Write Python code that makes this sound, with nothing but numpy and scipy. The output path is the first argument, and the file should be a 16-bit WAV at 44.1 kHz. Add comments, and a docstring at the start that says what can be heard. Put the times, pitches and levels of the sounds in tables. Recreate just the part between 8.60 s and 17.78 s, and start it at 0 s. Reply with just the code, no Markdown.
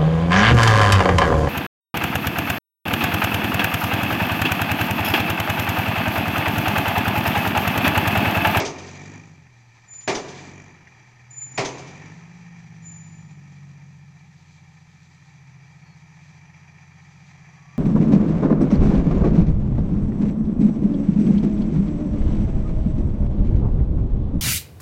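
"""A steel tailgate slams and rattles over a droning six-cylinder diesel; a wall and trees answer.
The tipper lurches across a dirt lot to shake out its raised bed: twice more the engine surges and
coasts, the brakes squeal and the gate bangs. The exhaust barks under load, the block clatters and
the tyres crunch. After a last squeal the truck drives on, its hoist whining faintly as the bed sinks."""
import sys
import numpy as np
from scipy import signal
from scipy.fft import rfft, irfft, next_fast_len
from scipy.io import wavfile
from scipy.ndimage import uniform_filter1d, map_coordinates

SR = 44100
rng = np.random.default_rng(int(sys.argv[2]) if len(sys.argv) > 2 else 0)


def to_wav(sig):
    """Store sig (one row per channel, or 1-D mono) as 16-bit WAV at the path in sys.argv[1].

    Samples outside -1..1 are clipped; the rate is SR.
    """
    pcm = np.clip(np.atleast_2d(sig), -1, 1) * 32767
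    pcm = np.round(pcm).astype(np.int16)
    wavfile.write(sys.argv[1], SR, pcm.T)  # frames by channels


N = 404838


def amp(db):
    """Decibels to gain."""
    return 10 ** (np.asarray(db) / 20)


def unit(x):
    """Scale to rms 1."""
    return x / np.sqrt(np.mean(x ** 2) + 1e-20)


def clock():
    """The time of each sample in seconds."""
    return np.arange(N) / SR


def automation(points):
    """A (time, value) curve read at every sample."""
    return np.interp(clock(), *np.transpose(points))


def along(points, hz):
    """A (frequency, value) curve read on a log axis."""
    knots_hz, values = np.transpose(points)
    return np.interp(np.log(hz + 1), np.log(knots_hz + 1), values)


def wobble(rate, n=N):
    """A smooth random curve, rate knots a second."""
    return map_coordinates(rng.standard_normal(int(n * rate / SR) + 4), [np.arange(n) * rate / SR])


def coloured(x, spectrum):
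    """x through a minimum-phase EQ of (frequency [Hz], level [dB]) points, at rms 1."""
    size = 2 * next_fast_len(len(x) // 2 + 4096)
    cepstrum = irfft(np.log(amp(along(spectrum, np.fft.rfftfreq(size, 1 / SR)))), size)
    cepstrum[1:size // 2] *= 2
    cepstrum[size // 2 + 1:] = 0
    return unit(irfft(rfft(x, size) * np.exp(rfft(cepstrum)), size)[:len(x)])


def resonances(peaks, ripple_db):
    """The EQ curve of a body with these resonances, rippled by its many small modes."""
    hz = np.geomspace(20, SR / 2, 900)
    power = sum(amp(db) ** 2 / (1 + ((hz - centre) / width) ** 2) ** 2 for centre, width, db in peaks)
    ripple = unit(uniform_filter1d(rng.standard_normal(len(hz)), size=3))
    return np.transpose([hz, 10 * np.log10(power) + ripple_db * ripple])


def dying(x, t60s):
    """Fade each frequency of x at its own speed."""
    hz, t, bands = signal.stft(x, SR, nperseg=256)
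    fade = amp(-60 * t / along(t60s, hz)[:, None])
    return signal.istft(bands * fade, SR, nperseg=256)[1][:len(x)]


def add(track, s, sound):
    """Mix a sound in from time s."""
    start = round(s * SR)
    part = sound[max(-start, 0):N - start]
    track[max(start, 0):][:len(part)] += part


def burst(spectrum, attack_s, t60):
    """A metal hit so dense in modes that it rings as noise."""
    t = np.arange(SR) / SR
    return coloured(rng.standard_normal(SR), spectrum) * (1 - np.exp(-t / attack_s)) * amp(-60 * t / t60)


def strokes(turns, sharpness):
    """A smooth peak for each whole turn."""
    return unit(np.exp(sharpness * np.cos(2 * np.pi * turns)))


# cues for the gate hitting the bed (time [s], relative level [dB])
SLAMS = [(-.022, -19.5), (1.476, -19.5), (2.976, -20.5)]
# the hard crack of chassis steel (frequency [Hz], level [dB])
CHASSIS_EQ = [(500, -19), (850, -18), (1400, -2), (1900, 12.5), (2500, 2), (3500, -24.5), (6000, -18),
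              (9000, -49.5)]
# the body of the crash (frequency [Hz], level [dB])
CRASH_EQ = [(40, -24), (65, -43.5), (100, -0.5), (210, -10.5), (380, -5), (540, -9), (880, -8.5),
            (1270, -12.5), (1530, -18.5), (1750, -13), (2330, -6), (3000, -15.5), (4400, -18),
            (4850, -15.5), (6500, -18), (8900, -36.5), (12000, -75.5)]
# its decay, longest in the low mids (frequency [Hz], t60 [s])
CRASH_DECAY = [(100, 0.12), (400, 0.72), (1000, 0.48), (2500, 0.22), (6000, 0.22), (12000, 0.19)]
# the ring of the bed's steel panels (frequency [Hz], relative level [dB], t60 [s])
BED_MODES = [(140, -15, .8), (234, -13, .8), (281, -6, .7), (330, -6, .6), (362, -3, .6), (397, 0, .6),
             (428, -11, .5), (485, -9, .5), (550, -11, .5), (592, -7, .5), (648, -2, .55), (693, -9, .45),
             (730, -7, .6), (811, -7, .4), (872, -8, .4), (901, -5, .45), (980, -7, .45), (1066, -13, .55),
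             (1163, -13, .7), (1276, -15, .5), (1703, -14, .3), (1814, -14, .26), (2253, -12, .3),
             (2389, -12, .25)]


def tailgate(crack_db, ring_db, attack_s, ring_attack_s, blur_rad, corner_lag_s, second_corner_db):
    """The gate lands on one corner, then the other: a crack, a dense crash and the bed's ring."""
    out, t = np.zeros(N), np.arange(SR) / SR
    for s, db in SLAMS:
        # the gate grazes its stop just before it lands
        add(out, s - .004, amp(db - 17) * burst(CRASH_EQ, attack_s=.002, t60=0.055))
        add(out, s, amp(db + crack_db) * burst(CHASSIS_EQ, attack_s=0.0018, t60=0.07))
        for delay, corner_db in ((0, 0), (corner_lag_s, second_corner_db)):
            crash = dying(coloured(rng.standard_normal(SR), CRASH_EQ), CRASH_DECAY)
            add(out, s + delay, amp(db + corner_db) * (1 - np.exp(-t / attack_s)) * crash)
        ring = np.zeros(SR)
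        for hz, mode_db, t60 in BED_MODES:
            phase = 2 * np.pi * (hz * t + rng.random()) + blur_rad * wobble(32.4, SR)
            ring += amp(mode_db + rng.normal(0, 1.3) - 60 * t / t60) * np.sin(phase)
        # the big panels take a moment to start ringing
        add(out, s, amp(db + ring_db) * (1 - np.exp(-t / ring_attack_s)) * ring)
    return out


# pushes on the pedal (down [s], up [s], target load against full [dB])
PEDAL = [(-.2, 0.563, -1.5), (1.59, 1.994, -4), (2.811, 3.5, -8.5), (3.5, 5.262, -18)]


def throttle(rise_s, fall_s):
    """Engine load 0-1: it builds while the pedal is down and ebbs after it is lifted."""
    t, load = clock(), np.zeros(N)
    for down, up, db in PEDAL:
        build = 1 - np.exp(-np.maximum(t - down, 0) / rise_s)
        ebb = np.exp(-np.maximum(t - up, 0) / fall_s)
        load = np.maximum(load, amp(db) * build * ebb)
    return load


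# the revs surge and sag as the truck lurches (time [s], four-stroke cycle rate [Hz])
REVS = [(0, 14.32), (0.64, 17.19), (0.93, 13.36), (1.42, 12.37), (1.74, 15.49), (2.1, 16.11), (2.36, 13.45),
        (3.08, 13.75), (3.42, 16.29), (3.76, 17.49), (4.14, 16.66), (4.62, 16.39), (4.82, 15.75),
        (5.95, 15.03), (6.5, 15.17), (6.88, 14.47), (7.3, 15.01), (8.6, 15.26), (9.18, 14.82)]
# boom of every third order, which all firings feed (time [s], boost [dB])
BOOM = [(0.2, 5), (0.5, 9), (0.72, -1), (1.1, 4.5), (1.35, -5), (1.8, 8.5), (2.02, 4), (2.2, -7), (2.78, 5),
        (3.5, 7.5), (4.3, 4.5), (4.95, 11.0), (5.35, 8.0), (5.85, -3), (6.55, -3.5), (6.92, 5.5),
        (7.4, -1.5), (9.18, 1.5)]
# lumpiness of the orders between, from unequal cylinders (time [s], boost [dB])
LUMPINESS = [(0.4, -1), (0.65, 6), (1, -8.5), (2, 0), (2.65, -6.5), (2.88, 6.5), (3.3, 3), (3.6, 9.5),
             (4.62, 11.5), (4.85, 3.5), (6.5, -0.5), (6.95, 3), (9.18, 1.0)]
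# the pipe's low rumble (frequency [Hz], level [dB])
PIPE_EQ = [(40, -16), (70, -11.5), (100, -3.5), (150, -6.5), (185, -0.5), (230, -15.5), (400, -36.5),
           (900, -62.5)]
# the drone's partials (order, relative level [dB], favoured cycle rate [Hz], width [Hz],
# share of the boost [0-1], lift at full load [dB])
EXHAUST_ORDERS = [(3, -71, 17, 3, .1, 8), (6, -56, 16.2, 2.9, 0, 12), (7, -61, 17, 1.7, .9, 0),
                  (8, -62.5, 15, 6, .6, 0), (9, -54, 14.6, 6.5, 1, 2), (10, -54.3, 16.2, 12, 1, 0),
                  (11, -55, 14.9, 1.3, .5, 6), (12, -63, 15.5, 1.3, .9, 13), (13, -71, 16.6, 1.8, 1, 6)]


def exhaust_drone(cycle, speed, load, flutter_db, drift_rad, rumble_db, rumble_load_db, tone_db):
    """Firings hum at multiples of the cycle rate; each swells at the speed the pipe favours."""
    boom_db, lumpy_db = automation(BOOM), automation(LUMPINESS)
    # no two firings are alike, so the pipe also rumbles between the partials
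    rumble = coloured(rng.standard_normal(N), PIPE_EQ)
    out = amp(rumble_db + rumble_load_db * load + 0.39 * lumpy_db) * rumble
    for order, db, best_hz, width_hz, share, load_db in EXHAUST_ORDERS:
        boost_db = lumpy_db if order % 3 else boom_db
        detune = (speed - best_hz) / width_hz
        gain = amp(db + share * boost_db + load_db * load) / (1 + detune ** 2) ** 2
        # the pipe delays high partials more than low ones, which softens the throb
        offset = -.75 * order ** 2 + rng.normal(0, .5)
        phase = 2 * np.pi * order * cycle + offset + drift_rad * wobble(12)
        out += amp(tone_db + flutter_db * wobble(9.1)) * gain * np.sqrt(2) * np.sin(phase)
    return out


# the throaty voice of the exhaust (frequency [Hz], level [dB])
BARK_EQ = [(100, -24.5), (190, -21.5), (240, 9), (310, 3), (450, -5.5), (900, -11.5), (1500, -18.5),
           (1900, -15), (2400, -35), (3200, -21), (5000, -35), (6100, -13), (7300, -28.5), (11000, -72)]


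def exhaust_bark(cycle, load, idle_db, hard_db, gas_db, level_db):
    """Under load one bank of three cylinders fires hard pulses, each with a puff of gas."""
    firings = np.diff(np.floor(3 * cycle + 0.018 * wobble(45)), prepend=0)
    pulses = coloured(firings * amp(2.2 * rng.standard_normal(N)), [(350, 12.0), (1200, -22.5)])
    puffs = strokes(3 * cycle - .1, sharpness=0.92) * rng.standard_normal(N)
    gas = coloured(puffs, [(250, -6), (700, -3.5)])
    force = np.hypot(load, amp(idle_db))
    hardness = np.minimum(force / amp(hard_db), 1)
    bark = hardness * coloured(pulses, BARK_EQ) + amp(gas_db) * coloured(gas, BARK_EQ)
    return amp(level_db) * force * bark


# the clank of the block and its thin covers (frequency [Hz], width [Hz], level [dB])
BLOCK_MODES = [(360, 117, -9), (650, 140, -14), (827, 84, 1), (938, 166, -2.5), (1262, 79, -2),
               (1819, 173, 1.5), (2230, 160, -18.5), (2352, 184, 3), (2446, 120, -6), (3000, 450, -27.5),
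               (3270, 170, -12.5), (3960, 180, -15.5), (4765, 114, -9), (5860, 410, -10.5),
               (6160, 280, -20), (6850, 220, -15.5)]
# the block recedes as the truck drives off and comes up as it turns (time [s], base level [dB])
BLOCK_FADER = [(0, -60.5), (2.6, -56.5), (3.8, -53.5), (5, -59.5), (6.3, -59), (7.5, -56.5), (9.18, -53.5)]


def block_clatter(cycle, speed, load, load_db, cruise_hz, db_per_hz):
    """Every firing knocks the block, one bank harder than the other, and louder under load."""
    knocks = strokes(6 * cycle, sharpness=0.081) * strokes(3 * cycle, sharpness=0.089)
    knocks *= amp(1.34 * wobble(70))
    level_db = automation(BLOCK_FADER) + load_db * load + db_per_hz * (speed - cruise_hz)
    level_db += .5 * wobble(5)
    rattle = knocks * rng.standard_normal(N)
    return amp(level_db) * coloured(rattle, resonances(BLOCK_MODES, ripple_db=1.38))


# the tinny edge of a loose steel fitting (frequency [Hz], width [Hz], level [dB])
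FITTING_MODES = [(1880, 65, 4), (2395, 96, 5.5), (5740, 150, -4), (6880, 310, -6)]


def fitting_buzz(cycle, load, sharpness, flutter_db, level_db):
    """While the engine pulls hard, each exhaust pulse shakes a loose fitting into a crisp tick."""
    ticks = strokes(3 * cycle - .1, sharpness) * amp(flutter_db * wobble(31)) * rng.standard_normal(N)
    return amp(level_db) * load ** 1.2 * coloured(ticks, resonances(FITTING_MODES, ripple_db=1.0))


# the gritty top of dry soil (frequency [Hz], level [dB])
CRUNCH_EQ = [(700, -12.5), (1500, -4), (2800, -0.5), (4000, 4.5), (4900, 3.5), (5400, -3), (6100, 5),
             (7000, -0.5), (7700, 0), (8300, -24.5), (9500, -22.5), (12000, -51)]
# swells of gritty rattle: soil sliding and loose steel shaking after each slam, then small scrapes
# as the truck drives on (centre time [s], half length [s], relative level [dB])
GRIT_SWELLS = [(.27, 0.22, -53.5), (1.77, 0.12, -51), (3.397, 0.32, -61), (4.352, 0.32, -70.5),
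               (5.898, 0.16, -63), (6.477, 0.25, -64), (7.703, 0.14, -66), (8.652, 0.21, -67)]


def grit(rolling_db, grain_db, trim_db):
    """Tyres crunch steadily; sliding soil, shaking steel and small scrapes add swells of dense grains."""
    t = clock()
    swell_power = sum(amp(db) ** 2 * np.exp(-((t - s) / half) ** 2) for s, half, db in GRIT_SWELLS)
    grains = rng.standard_normal(N) * amp(grain_db * wobble(500) + 1.7 * wobble(25))
    return amp(trim_db) * np.sqrt(amp(rolling_db) ** 2 + swell_power) * coloured(grains, CRUNCH_EQ)


# a dark bed of ambience (frequency [Hz], level [dB])
AIR_EQ = [(20, 4.5), (60, -3), (200, 4.5), (500, -11), (3000, -25), (12000, -32.5), (15000, -39.5)]


def outdoor_air(level_db):
    """Still air lays a faint, steady hush under the truck."""
    return amp(level_db) * coloured(rng.standard_normal(N), AIR_EQ)


# the yard's reverb time (frequency [Hz], t60 [s])
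YARD_DECAY = [(100, 2.46), (500, 1.18), (2000, 1.66), (6000, 0.81), (11000, 0.72)]


def yard_echo(source, build_up_s, level_db):
    """The wall, sheds and trees send back a diffuse tail."""
    t = np.arange(3 * SR // 2) / SR
    tail = dying(rng.standard_normal(len(t)), YARD_DECAY) * (1 - np.exp(-t / build_up_s))
    return amp(level_db) * signal.fftconvolve(source, tail / np.linalg.norm(tail))[:N]


# latches and chains bounce after every slam (delay [s], relative level [dB])
REBOUNDS = [(.071, -10), (.204, -24), (0.294, -29)]
# their bright jangle (frequency [Hz], level [dB])
CHAIN_EQ = [(1000, -2.5), (2400, -2), (3500, -2), (4400, -4.5), (4900, 2), (5300, -4), (6300, 5),
            (6800, -6), (9000, -24), (13000, -53)]
# cues for the lurches (time [s], relative knock level [dB], relative jangle level [dB])
LURCHES = [(.865, -52.5, -70), (1.333, -56, -56), (1.405, -56, -54), (2.271, -43, -66), (2.818, -45, -68)]


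def loose_steel(jangle_db, knock_db):
    """Chains and latches jangle after each slam; each lurch knocks the chassis and shakes them too."""
    out = np.zeros(N)
    jangles = [(s + delay, db + drop_db) for s, db in SLAMS for delay, drop_db in REBOUNDS]
    for s, db, chain_db in LURCHES:
        add(out, s, amp(db + knock_db) * burst(CHASSIS_EQ, attack_s=0.0013, t60=0.059))
        jangles.append((s, chain_db))
    for s, db in jangles:
        add(out, s, amp(db + jangle_db) * burst(CHAIN_EQ, attack_s=0.0037, t60=0.21))
    return out


# dabs on the brake (time [s], swell [s], peak level [dB])
BRAKE_DABS = [(1.257, 0.08, -37.5), (2.699, 0.014, -45), (2.734, 0.049, -37), (4.212, 0.057, -42)]


def brake_squeal(squeal_hz, waver_hz, scatter, flutter_db, fade_db_per_s):
    """A brake drum swells into a squeal on one mode and fades; scattered paths make the tone flutter."""
    t, envelope = clock(), np.zeros(N)
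    for s, swell_s, db in BRAKE_DABS:
        swell = np.clip((t - s) / swell_s, 0, 1) ** 2
        envelope += swell * amp(db - fade_db_per_s * np.maximum(t - s - swell_s, 0))
    phase = 2 * np.pi * np.cumsum(squeal_hz + waver_hz * wobble(27)) / SR
    paths = (1 + scatter * (wobble(90) + 1j * wobble(90))) * amp(flutter_db * wobble(55))
    return envelope * unit(np.real(paths * np.exp(1j * phase)))


# thin whines of the hoist (time [s], length [s], start pitch [Hz], end pitch [Hz],
# bend [1 glides straight, more bends late], level [dB])
WHINES = [(7.17, .18, 4430, 4270, 3.5, -65), (8.76, .44, 1065, 1175, 1, -60)]


def hoist_whine(flutter_db, blur_rad):
    """The hydraulic ram sings faintly as the bed comes down: each whine glides, swells and stops."""
    out = np.zeros(N)
    for s, length, start_hz, end_hz, bend, db in WHINES:
        n = round(length * SR)
        ramp = np.linspace(0, 1, n)
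        hz = start_hz + (end_hz - start_hz) * ramp ** bend
        phase = 2 * np.pi * np.cumsum(hz) / SR + blur_rad * wobble(127.4, n)
        swell = ramp * signal.windows.tukey(n, .1)
        add(out, s, amp(db + flutter_db * wobble(56, n)) * swell * np.sqrt(2) * np.sin(phase))
    return out


def scene():
    """The mono mix: banging steel with its echo, the running truck and outdoor air."""
    speed, load = automation(REVS), throttle(rise_s=0.12, fall_s=0.11)
    cycle = np.cumsum(speed) / SR  # four-stroke cycles so far, six firings each
    steel = tailgate(crack_db=-1, ring_db=-7, attack_s=0.0013, ring_attack_s=0.0044, blur_rad=0.57,
                     corner_lag_s=.016, second_corner_db=-4.5)
    truck = exhaust_drone(cycle, speed, load, flutter_db=1.3, drift_rad=0.15, rumble_db=-62.5,
                          rumble_load_db=6, tone_db=-0.86)
    truck += exhaust_bark(cycle, load, idle_db=-34, hard_db=-8.5, gas_db=2, level_db=-49)
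    truck += block_clatter(cycle, speed, load, load_db=13.5, cruise_hz=15, db_per_hz=-0.5)
    truck += fitting_buzz(cycle, load, sharpness=6.6, flutter_db=-1, level_db=-50.5)
    truck += grit(rolling_db=-67, grain_db=1, trim_db=-2)
    air = outdoor_air(level_db=-67)
    steel += loose_steel(jangle_db=4.5, knock_db=2)
    echo = yard_echo(steel, build_up_s=0.049, level_db=-16)
    truck += brake_squeal(squeal_hz=7033, waver_hz=13, scatter=.45, flutter_db=2, fade_db_per_s=61.5)
    truck += hoist_whine(flutter_db=0.5, blur_rad=0.34)
    return (steel + echo + truck + air)[None]


def record(dry):
    """A soft clip rounds off the highest peaks, then a steep low-pass trims the very top."""
    ceiling, top_hz = .37, 15500
    rounded = dry / (1 + (dry / ceiling) ** 6) ** (1 / 6)
    size = next_fast_len(N + SR // 2)
    passband = np.fft.rfftfreq(size, 1 / SR) < top_hz
    return irfft(rfft(rounded, size) * passband, size)[..., :N]


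dry = scene()
out = record(dry)
to_wav(out)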